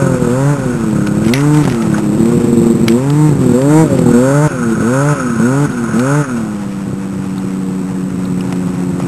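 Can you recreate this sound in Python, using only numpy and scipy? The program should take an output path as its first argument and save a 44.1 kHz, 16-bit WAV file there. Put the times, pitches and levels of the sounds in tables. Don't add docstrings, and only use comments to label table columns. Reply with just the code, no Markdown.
import sys
import numpy as np
from scipy import signal
from scipy.io import wavfile
from scipy.ndimage import uniform_filter1d

SR = 44100
rng = np.random.default_rng(int(sys.argv[2]) if len(sys.argv) > 2 else 0)


def master(y):
    cut = np.clip(np.atleast_2d(y).T, -1, 1)
    pcm = np.round(cut * 32767)
    wavfile.write(sys.argv[1], SR, pcm.astype(np.int16))


def how_loud(loudness_db):
    steps = np.asarray(loudness_db, float) / 20
    return 10 ** steps


N = 399987


def rms_one(x):
    return x / np.sqrt(np.mean(x ** 2) + 1e-20)


def in_time(rows):
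    s, *columns = np.transpose(rows)
    return [np.interp(np.arange(N) / SR, s, c) for c in columns]


def drift(rate_hz):
    r = np.exp(-80 * np.pi * rate_hz / SR)
    noise = rng.standard_normal(N // 40 + 2002)
    slow = signal.lfilter([1], [1, -2 * r, r * r], noise)[2000:]
    return np.interp(np.arange(N) / 40, np.arange(len(slow)), rms_one(slow))


def band(x, low_hz, high_hz, order=2):
    return signal.sosfilt(signal.butter(order, [low_hz, high_hz], "band", fs=SR, output="sos"), x)


def ring(clicks, hz, t60_s):
    r, w = how_loud(-60 / (t60_s * SR)), 2 * np.pi * hz / SR
    return signal.lfilter([0, np.sin(w)], [1, -2 * r * np.cos(w), r * r], clicks + 1e-18)


# t/s, goal stroke rate f/Hz, lag/s, firing level/dB, pipe note level/dB
THROTTLE_MOVES = [(0, 74.5, 0.78, -16, -3.5), (.297, 162.4, 0.22, -12, -2), (.521, 75.7, 0.45, -22.5, -3),
                  (0.831, 101.7, .11, -18.5, -2), (1.17, 174.3, 0.78, -20, 0.5),
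                  (1.302, 151.7, 0.075, -13.5, 1), (1.605, 101.8, 0.13, -19.5, -5),
                  (2.107, 177.3, 0.9, -20.5, -4), (2.337, 111, 0.46, -43, -5.5),
                  (2.93, 160.7, 0.17, -13.5, -2.5), (3.261, 98.8, 0.29, -14.5, -3.5),
                  (3.335, 99.2, .279, -28, 1.5), (3.545, 200, 0.35, -16, -0.5),
                  (3.817, 113.3, 0.14, -30, 2), (4.158, 200, 0.52, -14, 1.5), (4.46, 103.2, .141, -32, -3),
                  (4.843, 158.7, 0.16, -13.5, 0.5), (5.118, 95.8, 0.21, -41, -2),
                  (5.413, 165.9, 0.2, -13, 3), (5.642, 101.2, 0.16, -37, -2.5),
                  (5.955, 163.8, 0.17, -14, 5.5), (6.203, 96.2, 0.16, -27.5, 1),
                  (6.83, 74.7, 5.53, -44.5, 1.3)]
START_HZ = 138.45
FIRING_LEAD_S, FIRING_HANG_S = .025, 0.027


def throttle():
    t, rate_hz, now_hz = np.arange(N) / SR, np.zeros(N), START_HZ
    levels_db = np.zeros((2, N)) + np.transpose([THROTTLE_MOVES[0][3:]])
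    ends_s = [row[0] for row in THROTTLE_MOVES[1:]] + [N / SR + 1]
    for (s, goal_hz, lag_s, *db), end_s in zip(THROTTLE_MOVES, ends_s):
        step_s = s - FIRING_LEAD_S if goal_hz > now_hz else s + FIRING_HANG_S
        levels_db[:, int(step_s * SR):] = np.transpose([db])
        span = slice(int(s * SR), int(end_s * SR))
        rate_hz[span] = goal_hz + (now_hz - goal_hz) * np.exp(-(t[span] - s) / lag_s)
        now_hz = goal_hz + (now_hz - goal_hz) * np.exp(-(end_s - s) / lag_s)
    rate_hz = uniform_filter1d(rate_hz, size=2000, mode="nearest")
    return rate_hz, *uniform_filter1d(levels_db, size=1200, mode="nearest")


# t/s, exhaust level/dB, exhaust tilt/dB per order, hood level/dB
CAMERA_AIM = [(0, -4.5, 4.3, -20.5), (.2, 1, 2.3, -29), (1.0, 0, -0.7, -30.5), (1.5, 1, -3.5, -31.5),
              (2.0, 3.5, -1.3, -37), (2.6, 8, 3.2, -44), (3.2, 1.5, -2.5, -42), (3.75, 5, 3.3, -32.5),
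              (3.95, 5.2, 3.5, -34), (4.25, 2.5, 0, -22.5), (4.45, -2.5, 2, -23), (4.75, 1.5, 0, -24.5),
              (5.05, -1, -0.4, -20), (5.7, -0.5, -4.5, -25.5), (6.15, -5, -1.5, -21),
              (6.7, -6, -6.5, -42.5), (7.4, -3, -5.5, -41), (9.07, 2.5, -7, -39.5)]
HOOD_AWAY_DB, HOOD_FACING_DB = -37, -20.5


def view():
    exhaust_db, tilt_db, hood_db = in_time(CAMERA_AIM)
    facing = np.clip((hood_db - HOOD_AWAY_DB) / (HOOD_FACING_DB - HOOD_AWAY_DB), 0, 1)
    return exhaust_db, tilt_db, hood_db, facing


# f/Hz, open-throttle level/dB, shut-throttle level/dB, hood-side change/dB
LOWER_ORDERS = [(176.2, -16, -20, 19), (200, -14.5, -15, -1.9), (236, -10, -9.5, -1.3),
                (265, -21, -22, 3.5), (307.4, -10, -20.5, -7.5), (336.7, -12.5, -12, -9.5),
                (393.6, -23.5, -27.5, 1), (448, -24, -28.5, 3.5), (487, -18.5, -23, -2), (522, -24, -27, 8),
                (593.7, -35, -37.5, 14.5)]
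ORDER_TILT = [.1, 0.48, 2.1]
FIRING_DB_PER_HZ = 0.39


def orders(rate_hz, firing_db, opening, exhaust_db, tilt_db, facing):
    hz, *columns = np.transpose(LOWER_ORDERS)
    levels_db = [firing_db + FIRING_DB_PER_HZ * (rate_hz - 140)]
    for k in (2, 3, 4):
        open_db, shut_db, hood_db = [np.interp(k * rate_hz, hz, c) for c in columns]
        tuned_db = opening * open_db + (1 - opening) * shut_db
        levels_db.append(tuned_db + facing * hood_db + exhaust_db + tilt_db * ORDER_TILT[k - 2])
    return levels_db


# f/Hz, firing level/dB re load, pumping level/dB re order 2
UPPER_ORDERS = [(418, 2, -30), (489.8, -22, -14), (565, -8.5, -32), (746, -22, -41), (947, -8, -42),
                (1010, -19, -34.5), (1400, -27.5, -53.5), (1750, -28.5, -53), (2503, -26.5, -45)]
# t/s, drop/dB, recovery/s
SNAP_SHUT = [
    (1.632, -11, 0.023),
    (3.861, 7, 0.034),
    (4.475, 8.5, 0.062),
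    (5.15, 1, 0.044),
    (5.66, 9, 0.042),
    (6.218, 1.5, 0.06),
]
HOOD_PUMP_SHARE = 4.6


def strokes(rate_hz, turn, levels_db, bright_db):
    load_db = 1.3 * levels_db[0] + .3 * levels_db[3] + 6 + bright_db
    hz, fire_db, pump_db = np.transpose(UPPER_ORDERS)
    heights = [how_loud(db) for db in levels_db]
    for k in range(5, 15):
        fire = how_loud(load_db + np.interp(k * rate_hz, hz, fire_db))
        pump_level_db = levels_db[1] + HOOD_PUMP_SHARE * bright_db
        heights.append(fire + how_loud(pump_level_db + np.interp(k * rate_hz, hz, pump_db)))
    waver, out, t = .03 * drift(25.), 0, np.arange(N) / SR
    for k, height in enumerate(heights, 1):
        lag_rad = 1.15 * (k > 1) + .8 * (k - 2) * (k - 3) * (k > 3)
        flicker = how_loud(.6 * drift(18.))
        out = out + np.sqrt(2) * height * flicker * np.cos(k * (turn + waver) - lag_rad)
    for s, drop_db, back_s in SNAP_SHUT:
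        out = out * how_loud(-drop_db * (t > s) * np.exp(-np.abs(t - s) / back_s))
    return out


def lope():
    start_s, gap_s, jitter_s = 2.388, 0.044, 0.0033
    return start_s + gap_s * np.arange(12) + jitter_s * rng.standard_normal(12)


# first t/s, last t/s, level/dB
STRAY_SPELLS = [(.022, .17, -2), (.224, .3, -3.5), (.587, .6, -12), (.664, .67, -8), (.747, .75, -3.5),
                (.836, .84, -5), (.929, 1.02, -4), (1.085, 1.28, -4), (1.656, 1.76, -5),
                (1.823, 2.02, -7.5), (2.061, 2.265, -5), (2.316, 2.38, -7.5), (3.297, 3.53, -4),
                (3.842, 3.89, -8), (3.929, 4.135, -3), (4.775, 4.85, -3), (5.281, 5.31, -9),
                (5.367, 5.4, -5), (5.673, 5.735, -13), (5.89, 5.97, -7.5), (6.351, 6.505, -13),
                (6.66, 6.73, -17), (6.873, 6.94, -9.5), (7.098, 7.285, -13.5), (7.447, 7.45, -11),
                (7.822, 7.93, -22), (8.055, 8.41, -17), (8.484, 8.575, -22), (8.679, 8.925, -17.5),
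                (8.998, 9.055, -16)]
CATCH_GAPS = [2, 3, 3, 3, 3, 3, 3, 4]
LOPE_DB, CATCH_SPREAD_DB = -9.5, 1.5


def catches(at, lope_s):
    spells = [*STRAY_SPELLS] + [(s + .011, s + .042, LOPE_DB) for s in lope_s]
    gaps = rng.choice(CATCH_GAPS, (len(spells), 20))
    chance, rows = rng.standard_normal((len(spells), 20)), []
    for (first_s, last_s, db), gap, spread in zip(spells, gaps, chance):
        stroke = np.searchsorted(at, (first_s - .007) * SR) + np.cumsum(gap) - gap[0]
        s = at[np.minimum(stroke, len(at) - 1)] / SR + .003
        s = s[:max(1, np.sum(s < last_s))]
        rows += [(a, db + CATCH_SPREAD_DB * np.tanh(b)) for a, b in zip(s, spread)]
    return np.transpose(rows)


# f/Hz, level/dB, t60/s
EXHAUST_MODES = [(137.9, -1, 0.081), (175.4, 0.5, 0.074), (249.5, -3.5, .075), (346.2, -6, 0.094),
                 (487, -12.5, 0.059)]


def pops(at, uneven_db, caught):
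    s, db = caught
    fired = ((s - .003) * SR).astype(int)
    shares = rng.standard_normal((400, len(EXHAUST_MODES)))
    uneven = rng.standard_normal((N // 200, len(EXHAUST_MODES)))
    out = 0
    for (hz, mode_db, t60_s), share, chance in zip(EXHAUST_MODES, shares.T, uneven.T):
        kicks = np.zeros(N)
        kicks[at] = how_loud(uneven_db[at]) * chance[:len(at)]
        kicks[fired] += how_loud(db - 5) * (1 + share[:len(s)] / 5)
        out = out + how_loud(mode_db) * ring(kicks, hz, t60_s)
    return band(out, 95, 620, order=3)


# f/Hz, width/Hz, level/dB
HOOD_MODES = [(1428, 170, -3), (1300, 57, -6.5), (1045, 86, -12), (2330, 400, -19.5)]


def clatter(turn, level_db):
    gated = rng.standard_normal(N) * how_loud(2.9 * np.cos(turn - 1.2) + 1.7 * drift(30.))
    out = sum(how_loud(db) * rms_one(band(gated, hz - w / 2, hz + w / 2)) for hz, w, db in HOOD_MODES)
    return how_loud(level_db) * out


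# f/Hz, density level/dB per Hz
RUSH_COLOUR = [(320, -24.5), (550, -3.5), (959, 1.5), (1250, -3.5), (1790, -10), (2150, -8.5),
               (3070, -15.5), (4000, -12.5), (5200, -32), (8800, -120)]


def rush(turn, level_db):
    out, together, edges_hz = 0, drift(12.), 340 * 2 ** np.arange(0, 4.1, .5)
    white, (hz, db) = rng.standard_normal((2, N)), np.transpose(RUSH_COLOUR)
    for k, (low_hz, high_hz) in enumerate(zip(edges_hz, edges_hz[1:])):
        colour_db = np.interp(np.log(low_hz * high_hz) / 2, np.log(hz), db)
        gain = how_loud(colour_db + 1.2 * together + 1.0 * drift(28.0))
        out = out + gain * band(white[k % 2], low_hz, high_hz)
    scale = np.std(band(out, 1900, 3800))
    return how_loud(level_db + 1.6 * np.cos(turn)) * out / scale


# t/s, level/dB
WIND_GUSTS = [
    (0.0, -40),
    (0.1, -30.5),
    (3.53, -43),
    (3.58, -57),
    (4.09, -35),
    (4.19, -42),
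    (8.97, -44.5),
    (9.07, -49),
]


def wind():
    level_db = in_time(WIND_GUSTS)[0]
    return how_loud(level_db + 0.95 * drift(21.0)) * rms_one(band(rng.standard_normal(N), 22, 90))


DEAD_STROKES = [0.193, 0.757, 0.786, 1.642, 1.666, 1.702, 2.02, 2.183, 2.315, 3.372, 3.403, 3.532, 3.894,
                3.965, 3.982, 4.012, 4.041, 4.054, 4.13, 7.936, 8.107, 8.169, 8.689, 8.732, 8.766, 8.929,
                9.019]


def misses(lope_s, caught):
    swell_peak_db, starve_db, catch_s = 13, 8.5, 0.0076
    t, gain_db = np.arange(-2000, 2000) / SR, np.zeros(N + 4000)
    sag_db = -9.5 * np.exp(-(t / np.where(t < 0, .012, .004)) ** 2)
    swell_db = swell_peak_db * np.exp(-(t / catch_s) ** 2)
    swell_db = swell_db - starve_db * np.exp(-(t / catch_s / 2.23) ** 2)
    shapes = [(s, sag_db) for s in [*DEAD_STROKES, *lope_s]]
    shapes += [(s, how_loud(db) * swell_db) for s, db in zip(*caught)]
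    for s, shape_db in shapes:
        i = int(s * SR)
        gain_db[i:i + len(t)] += shape_db
    return how_loud(gain_db[2000:N + 2000])


# t/s, peak level/dB, centre f/Hz
GRAVEL_SNAPS = [(1.071, -6, 1706), (1.2447, -20, 1790), (1.3361, 6.5, 2400), (1.3573, -12, 1880),
                (1.546, -16, 1750), (1.5858, -21, 1750), (1.6527, -8, 2886), (1.6792, -19, 2139),
                (1.721, -19, 2262), (1.7454, -12, 2840), (1.8218, -11, 2110), (1.8653, -37, 1850),
                (1.9812, -9.5, 1910), (2.257, -16, 1700), (2.8821, 4.5, 2105), (2.8958, -18, 1820),
                (3.1016, -11, 1825), (3.617, -12, 1711), (3.988, -16, 1926), (5.9519, -27, 1709),
                (5.994, -9, 1973), (8.525, -13, 1941), (8.997, -26.5, 2232)]
# t/s, peak level/dB, centre f/Hz, t60/s, spread/octaves
CASE_KNOCKS = [(1.3361, -11.5, 2050, 0.27, .3), (1.586, -13, 800, .03, 1.3), (1.653, -12, 690, 0.039, 1.6),
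               (1.675, -7, 709, 0.04, 1.23), (1.722, -17, 790, 0.026, 1.1), (1.801, -21, 1300, 0.16, 0.15),
               (1.868, -22, 700, .03, 1.1), (1.94, -12, 1482, 0.041, 0.22), (1.946, -16, 1300, 0.058, 0.51),
               (1.98, -13, 850, 0.072, 0.95), (2.8815, -12, 2224, 0.029, 0.25),
               (2.8825, -10, 3200, 0.019, .12), (5.722, -26, 3884, 0.017, 0.2),
               (6.24, -16, 1400, 0.059, 0.47), (7.38, -23, 4093, 0.019, 0.38),
               (8.252, -24.5, 3670, 0.022, 0.22), (8.407, -20.5, 2770, 0.014, 0.3),
               (8.525, -13, 833.3, .025, 1.7), (8.998, -14, 833.3, 0.029, 1.1)]


def snaps():
    out, t = np.zeros(N + 4000), np.arange(4000) / SR
    rows = [(*row, .018, 2.8) for row in GRAVEL_SNAPS] + [*CASE_KNOCKS]
    grits = rng.standard_normal((len(rows), len(t)))
    for (s, db, hz, t60_s, octaves), grit in zip(rows, grits):
        half = 2 ** (np.clip(octaves, .1, 4) / 2)
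        burst = band(grit * how_loud(-60 * t / t60_s), hz / half, hz * half)
        i = int(s * SR)
        out[i:i + len(t)] += how_loud(db) * burst / np.abs(burst).max()
    return out[:N]


# start t/s, end t/s, level/dB
HAND_SLIDES = [
    (1.236, 1.297, -27.5),
    (1.347, 1.42, -25),
    (1.527, 1.741, -29),
    (2.886, 2.927, -30),
]


def scuffs():
    t = np.arange(N) / SR
    grains = rng.standard_normal(N) * (rng.random(N) < .03) * how_loud(4.0 * drift(80.))
    touch = sum(how_loud(db) * (t > start_s) * (t < end_s) for start_s, end_s, db in HAND_SLIDES)
    return uniform_filter1d(touch, size=300) * rms_one(band(grains, 1400, 2900, order=1))


FIRING_SHUT_DB, FIRING_OPEN_DB = -23, -16
UNEVEN_SHUT_DB, UNEVEN_OPEN_DB = -19.5, -25.5
HOOD_BRIGHT_DB = 0.5
RUSH_DB, RUSH_WITH_EXHAUST, RUSH_WITH_HOOD = -38.5, 0.33, 0.065


def scene():
    rate_hz, firing_db, note_db = throttle()
    opening = np.clip((firing_db - FIRING_SHUT_DB) / (FIRING_OPEN_DB - FIRING_SHUT_DB), 0, 1)
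    exhaust_db, tilt_db, hood_db, facing = view()
    levels_db = orders(rate_hz, firing_db, opening, exhaust_db + note_db, tilt_db, facing)
    turn = 2 * np.pi * np.cumsum(rate_hz) / SR
    steady = strokes(rate_hz, turn, levels_db, HOOD_BRIGHT_DB * facing)

    at = np.flatnonzero(np.diff((turn + 1.2) // (2 * np.pi)))
    lope_s = lope()
    caught = catches(at, lope_s)
    uneven_db = UNEVEN_SHUT_DB + opening * (UNEVEN_OPEN_DB - UNEVEN_SHUT_DB) + exhaust_db
    exhaust = steady * misses(lope_s, caught) + pops(at, uneven_db, caught)

    effort_db = 0.067 * (levels_db[0] + 34)
    rush_db = RUSH_DB + RUSH_WITH_EXHAUST * exhaust_db + RUSH_WITH_HOOD * (hood_db + 22)
    noise = clatter(turn, hood_db + effort_db) + rush(turn, rush_db + effort_db) + wind()
    return (exhaust + noise + snaps() + scuffs())[None]


def top_cut(x):
    return signal.sosfilt(signal.butter(12, 12510, fs=SR, output="sos"), x)


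def record(dry):
    camera_hz, steps, cutoff_hz = 8001.43, 128, 13300
    x = signal.sosfilt(signal.butter(4, 3900, fs=SR, output="sos"), dry)
    x = x / (1 + np.abs(x / 1.1) ** 6) ** (1 / 6)
    tick = np.floor(np.arange(N) * camera_hz / SR)
    sampled = np.interp(tick * SR / camera_hz, np.arange(N), x[0])
    held = np.floor(np.clip(sampled, -1, .99) * steps) / steps
    smooth = signal.sosfilt(signal.cheby2(14, 60, cutoff_hz, fs=SR, output="sos"), held[None])
    return top_cut(smooth)


dry = scene()
out = record(dry)
master(out)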